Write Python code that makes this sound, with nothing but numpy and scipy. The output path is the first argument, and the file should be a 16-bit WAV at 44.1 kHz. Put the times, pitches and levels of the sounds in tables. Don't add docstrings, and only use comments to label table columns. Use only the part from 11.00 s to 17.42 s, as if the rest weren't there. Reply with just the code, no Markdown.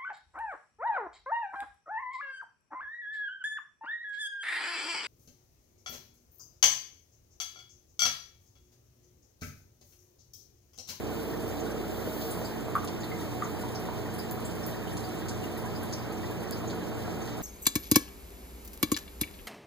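import sys
import numpy as np
from scipy import signal
from scipy.fft import rfft, irfft
from scipy.io import wavfile

SR = 44100
rng = np.random.default_rng(int(sys.argv[2]) if len(sys.argv) > 2 else 0)


def inscribe(sig):
    pcm = np.round(np.clip(np.atleast_2d(sig).T, -1, 1) * 32767)
    wavfile.write(sys.argv[1], SR, pcm.astype(np.int16))


N = 283122
TIME = np.arange(N) / SR


def from_db(db):
    return 10 ** (np.asarray(db) / 20)


def rms_one(x):
    return x / np.sqrt(np.mean(x ** 2) + 1e-20)


def at_hz(rows, hz):
    points, *columns = np.transpose(rows)
    return [np.interp(np.log(hz + 1e-3), np.log(points), column) for column in columns]


def drift(rate_hz):
    hz = np.arange(N // 2 + 1) * SR / N
    slow = rfft(rng.standard_normal(N)) / (1 + (hz / rate_hz) ** 4)
    return rms_one(irfft(slow, N))


def swells(rows):
    return sum(gain_db * np.exp(-((TIME - middle_s) / half_width_s) ** 2)
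               for middle_s, half_width_s, gain_db in rows)


def pan(left_db):
    return from_db(np.array([[left_db], [-left_db]]) / 2)


def band(x, low_hz, high_hz):
    sos = signal.butter(2, [low_hz, min(high_hz, .45 * SR)], "band", fs=SR, output="sos")
    return signal.sosfiltfilt(sos, x)


def ring(x, hz, q):
    half_band = 2 ** (.7 / max(q, .8))
    edges = [hz / half_band, min(hz * half_band, .45 * SR)]
    sos = signal.butter(2, edges, "band", fs=SR, output="sos")
    return signal.sosfilt(sos, x + 1e-18)


def bubble_swarm(per_s, low_hz, high_hz, q, spread_db, count):
    born = rng.random(N) < per_s / SR
    size_db = spread_db * np.minimum(rng.exponential(1, N), 4)
    kicks = born * from_db(size_db) * rng.choice([-1, 1], N)
    dealt = rng.integers(0, count, N)
    swarm = np.zeros(N)
    for k, hz in enumerate(np.geomspace(low_hz, high_hz, count)):
        swarm += ring(kicks * (dealt == k), hz, q) / np.sqrt(hz)
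    return rms_one(swarm)


def room(x, early_t60, late_t60, late_db):
    t = TIME[:SR // 2]
    decay = from_db(-60 * t / early_t60) + from_db(late_db - 60 * t / late_t60)
    onset = 1 - np.exp(-t / 0.0032)
    response = rng.standard_normal((2, len(t))) * decay * onset
    response = rms_one(response) / np.sqrt(len(t))
    return signal.fftconvolve(x[None], response, axes=1)[:, :N]


# (frequency [Hz], likeness [0-1], right port's lead [rad], left minus right level [dB])
PORT_FIELD = [(60, 0.1, 0.44, -10), (121, 1, 1.8, -0.5), (196, 0.2, 0.67, -1), (315, 0.59, 0.69, -2.5),
              (422, 0, 0.015, -1.5), (596, 0.74, 0, -0.5), (860, 0.87, 0.0089, -3), (1230, 0.53, 0.55, 1),
              (1560, 0, 0.42, 3.5), (5700, 0.03, 0.45, 6), (14000, 0.02, 0.093, -4)]


def diffuse(pair, spectrum):
    hz = np.arange(N // 2 + 1) * SR / N
    alike, lead, left_db = at_hz(PORT_FIELD, hz)
    alike = np.clip(alike, -.99, .99)
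    mid, side = rfft(pair)
    sign = np.array([[1], [-1]])
    ports = np.sqrt((1 + alike) / 2) * mid + sign * np.sqrt((1 - alike) / 2) * side
    ports = ports * from_db(sign * left_db / 2) * np.exp(-.5j * sign * lead)
    below = (spectrum[0][0] / (hz + 1e-3)) ** 8
    above = (hz / spectrum[-1][0]) ** 40
    ends = 1 / np.sqrt((1 + below) * (1 + above))
    colour = from_db(at_hz(spectrum, hz)[0]) * np.sqrt(SR / 2)
    return irfft(ports * ends * colour, N)


# (time [s], height [0 sand - 1 top])
MIC_HEIGHT = [(0, 0.2), (1.5, 0.056), (2.7, 0.64), (4.6, 0.25), (5.3, 0)]


def height():
    return np.interp(TIME, *np.transpose(MIC_HEIGHT))


CORNER_S, CORNER_TURN_S = 1.5, 0.3
# (frequency [Hz], relative level [dB],
# left minus right level [dB], right port's lead [rad], gain at the side pane [dB], gain at the top [dB])
PUMP_TONES = [(58.48, -54.3, -6, -1.2, 4.2, -0.5), (92.4, -49, -3, 1.36, -1.5, 0),
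              (94.73, -48, 5, 2.5, -1, -1.5), (116.96, -51.5, -1.5, 1.36, -4, -1),
              (120, -46, 7, 1.68, -4, 0.5), (175.44, -54.5, -7, 1.43, -4.5, 1),
              (178.2, -52.5, -11, 1.5, -2, 1), (226.2, -46.5, -3.5, 0.84, 0.5, -1),
              (293.3, -53.5, -4, 1.5, 1, 0.5), (420, -58.5, -4, .5, 2, 2), (451, -56, -8, -.5, 5.5, 5.5),
              (680, -64, 5, 2.5, -5, 0), (735, -58, -3.5, -.3, 0, 9), (743, -62, -3, 0, -2, 7)]


def pumps(waver_db, wander_rad):
    hum, up = np.zeros((2, N)), height()
    at_side = .5 - .5 * np.tanh((TIME - CORNER_S) / CORNER_TURN_S)
    for hz, level_db, left_db, lead, side_db, top_db in PUMP_TONES:
        unsteady = (hz / 450) ** 1.3
        phase = 2 * np.pi * (hz * TIME + rng.random())
        phase += unsteady * wander_rad * drift(3.0)
        tone = np.sqrt(2) * np.sin(phase + np.array([[0], [lead]]))
        place_db = side_db * at_side + top_db * up
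        waver = unsteady * waver_db * drift(7.3)
        hum += from_db(level_db + place_db + waver) * pan(left_db) * tone
    return hum


# (frequency [Hz], relative level at rest [dB], sharpness [Q])
PIPE_RESONANCES = [(451.2, -61.5, 52), (633, -59, 41)]
# (middle [s], half width [s], gain [dB])
AIR_DRAUGHTS = [(.62, 0.24, 9.5), (1.17, 0.24, 11.5)]


def pipe_song():
    song = np.zeros(N)
    for hz, level_db, q in PIPE_RESONANCES:
        song += from_db(level_db) * rms_one(ring(rng.standard_normal(N), hz, q))
    return pan(-1.5) * from_db(swells(AIR_DRAUGHTS)) * song


# (time [s], relative peak level [dB])
NEAR_TICKS = [(1.849, -24), (3.312, -21.5), (3.6645, -26), (5.51, -17.5)]


def close_ticks(low_hz, echo_s, echo_gain):
    clicks = np.zeros(N)
    for time_s, peak_db in NEAR_TICKS:
        clicks[int(time_s * SR)] += from_db(peak_db)
        clicks[int((time_s + echo_s) * SR)] += echo_gain * from_db(peak_db)
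    sos = signal.butter(1, [low_hz, 17000], "band", fs=SR, output="sos")
    snap = signal.sosfilt(sos, clicks + 1e-18)
    snap = snap * np.abs(clicks).max() / np.abs(snap).max()
    return snap + 0.68 * room(snap, early_t60=0.094, late_t60=0.27, late_db=-14)


FIZZ_DB, FIZZ_DB_PER_S = -2.5, -0.54
# (middle [s], half width [s], gain of the finest fizz [dB])
FROTH_SWELLS = [(.3, 0.17, 3), (.95, 0.099, 3), (1.23, 0.2, 9.5)]


def fizz_level():
    return FIZZ_DB + FIZZ_DB_PER_S * TIME + swells(FROTH_SWELLS)


HISS_FOLLOWS = 0.21
# (frequency [Hz], relative level per Hz [dB])
FOAM_SPECTRUM = [(3200, -84), (5500, -91), (8500, -92), (11000, -99), (13000, -89.5), (15200, -84)]


def surface(hiss_db, fizz_db):
    flicker_db = 0.5 * drift(20) + 0.6 * drift(5)
    foam = diffuse(rng.standard_normal((2, N)) * from_db(flicker_db), FOAM_SPECTRUM)
    fizz = band(foam, 11000, 19000)
    hiss = foam - fizz
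    pings = bubble_swarm(per_s=60, low_hz=2800, high_hz=7500, q=10, spread_db=1.5, count=24)
    crackle = bubble_swarm(per_s=36, low_hz=8000, high_hz=15000, q=1, spread_db=1.5, count=5)
    small = from_db(-61.5) * pings + from_db(-59.5) * crackle
    small = .5 * small + room(small, early_t60=0.07, late_t60=0.34, late_db=-34)
    return from_db(hiss_db) * hiss + from_db(fizz_db) * fizz + small


DIRECT_SHARE, DIRECT_SLOPE = 0.6, -0.7
# (time [s], pitch [Hz], relative level [dB], sharpness [Q])
BUBBLE_BURSTS = [(0.387, 335, -38, 2.9), (.453, 436, -37, 9.9), (.493, 437, -42, 7.7),
                 (.542, 440, -36, 5.3), (0.599, 6400, -48, 6.9), (.645, 433, -32, 5.4), (.693, 450, -40, 6),
                 (0.743, 430, -32, 4.4), (0.771, 460, -38, 5), (.798, 363, -31, 7.6),
                 (1.073, 426, -30, 2.7), (1.214, 4140, -42.5, 1.3), (1.3087, 8900, -38.5, 3.2),
                 (1.415, 570, -33, 2.7), (1.448, 4760, -41.5, 7.3), (1.449, 7650, -47, 6),
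                 (1.6837, 800, -39, 1.5), (1.7531, 1172, -24.5, 5.2), (1.7535, 13000, -44, 1.3),
                 (1.754, 1920, -44, 4), (1.7631, 1230, -29.5, 3.9), (1.84, 1160, -41, 6),
                 (1.875, 3850, -39.5, 1), (2.0037, 6940, -48.5, 13), (2.034, 4020, -43, 4.3),
                 (2.115, 2090, -36.5, 21), (2.4219, 1220, -30, 9), (2.423, 1880, -43, 2.7),
                 (2.4409, 6700, -46, 5.7), (2.454, 1080, -37, 3), (2.635, 966, -36.5, 8.5),
                 (2.7497, 5400, -40, 4.6), (2.80, 13500, -51, 3), (2.887, 1000, -38, 5),
                 (2.912, 900, -39, 6), (3.14, 9500, -46, 1.7), (3.183, 13000, -43, 1.5),
                 (3.188, 4940, -41.5, 11), (3.311, 14300, -37, 4.5), (3.45, 8030, -39.5, 6),
                 (3.632, 5500, -45, 8), (3.6645, 14200, -37, 4), (3.872, 3020, -45, 10),
                 (3.927, 9000, -48, 2), (3.9692, 5170, -40.5, 0.92), (4.0397, 4700, -45, 12),
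                 (4.285, 5760, -38, 1.4), (4.432, 2850, -43, 11), (4.574, 12200, -44.5, 1.8),
                 (4.644, 1004, -38, 21), (4.751, 4930, -45, 11), (4.83, 11500, -45, 2.3),
                 (4.927, 5560, -35, 3.3), (5.305, 13000, -49, 3), (5.522, 4880, -40.5, 7),
                 (5.676, 6590, -44.5, 8.6), (5.7, 4000, -42.5, 2.5), (6.0787, 656, -33.5, 2.4),
                 (6.2173, 6300, -49, 10), (6.276, 4050, -46.5, 1.5)]


def pops(echo_s, echo_gain):
    direct, scattered = np.zeros(N), np.zeros(N)
    click = signal.unit_impulse(SR // 10)
    for time_s, hz, level_db, q in BUBBLE_BURSTS:
        at = int(time_s * SR)
        share = np.clip(DIRECT_SHARE * (hz / 1000) ** DIRECT_SLOPE, 0, 1)
        snap = rms_one(ring(click, 1.08 * hz, 0.95))
        shape = rms_one(ring(click, hz, q)) + 0.2 * snap
        pop = (from_db(level_db - 14.5) * rms_one(shape))[:N - at]
        direct[at:at + len(pop)] += np.sqrt(share) * pop
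        scattered[at:at + len(pop)] += np.sqrt(1 - share) * pop
    echo = np.interp(TIME - echo_s, TIME, direct)
    direct = (direct + echo_gain * echo) / np.hypot(1, echo_gain)
    wet = room(scattered, early_t60=0.075, late_t60=0.26, late_db=-7)
    return from_db(2.5) * direct + from_db(5.0) * wet


PIPE_DB = -1.55
# (middle [s], half width [s], gain [dB])
PIPE_SURGES = [(.65, 1, 2), (5.5, 0.18, 0.7)]


def pipe_level():
    return PIPE_DB + swells(PIPE_SURGES)


SPLASH_LOW_DB, SPLASH_RISE_DB = 1.7, 1
# (frequency [Hz], relative level per Hz [dB])
RUSH_SPECTRUM = [(28, -92), (45, -82), (70, -73), (140, -66), (180, -62), (255, -66), (320, -58.5),
                 (380, -63), (430, -60), (540, -68), (630, -68), (790, -69.5), (1000, -75.5), (1300, -77.5),
                 (1800, -79.5), (3200, -85.5)]


def overflow(pipe_db, splash_db):
    rush = from_db(-1.63) * diffuse(rng.standard_normal((2, N)), RUSH_SPECTRUM)
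    crowd = bubble_swarm(per_s=220, low_hz=283.0, high_hz=776, q=13.6, spread_db=1.5, count=18)
    crowd = crowd * from_db(1.0 * drift(4.8))
    blips = bubble_swarm(per_s=30, low_hz=800, high_hz=1900, q=12, spread_db=1.5, count=14)
    crowd += .3 * blips
    gurgle = 0.56 * crowd + 0.72 * room(crowd, early_t60=0.073, late_t60=.3, late_db=-41)
    water = rush + from_db(-45.0) * pan(-0.53) * gurgle
    pipe = (from_db(pipe_db) - 1) * band(water, 235, 800)
    splash = (from_db(splash_db) - 1) * band(water, 890, 1110)
    return water + pipe + splash


def scene():
    hum = from_db(-.5) * pumps(waver_db=2.0, wander_rad=0.67)
    ticks = close_ticks(low_hz=6000, echo_s=0.014, echo_gain=0.19)
    fizz_db = fizz_level()
    foam = surface(HISS_FOLLOWS * fizz_db, fizz_db)
    bubbles = pops(echo_s=0.028, echo_gain=0.1)
    splash_db = SPLASH_LOW_DB + SPLASH_RISE_DB * height()
    water = overflow(pipe_level(), splash_db)
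    return hum + pipe_song() + ticks + foam + bubbles + water


WIDEN_ABOVE_HZ, CUTOFF_HZ = 1170, 15420


def record(dry):
    hz = np.arange(N // 2 + 1) * SR / N
    cross_delay_s = 16 / SR
    cross = hz ** 8 / (hz ** 8 + WIDEN_ABOVE_HZ ** 8)
    ports = rfft(dry)
    other = cross * np.exp(-2j * np.pi * hz * cross_delay_s) * ports[::-1]
    wide = (ports - other) / np.sqrt(1 + cross ** 2)
    out = pan(-1.0) * irfft(wide, N)
    top_cut = signal.ellip(12, .1, 80, CUTOFF_HZ, fs=SR, output="sos")
    return signal.sosfilt(top_cut, out)


dry = scene()
out = record(dry)
inscribe(out)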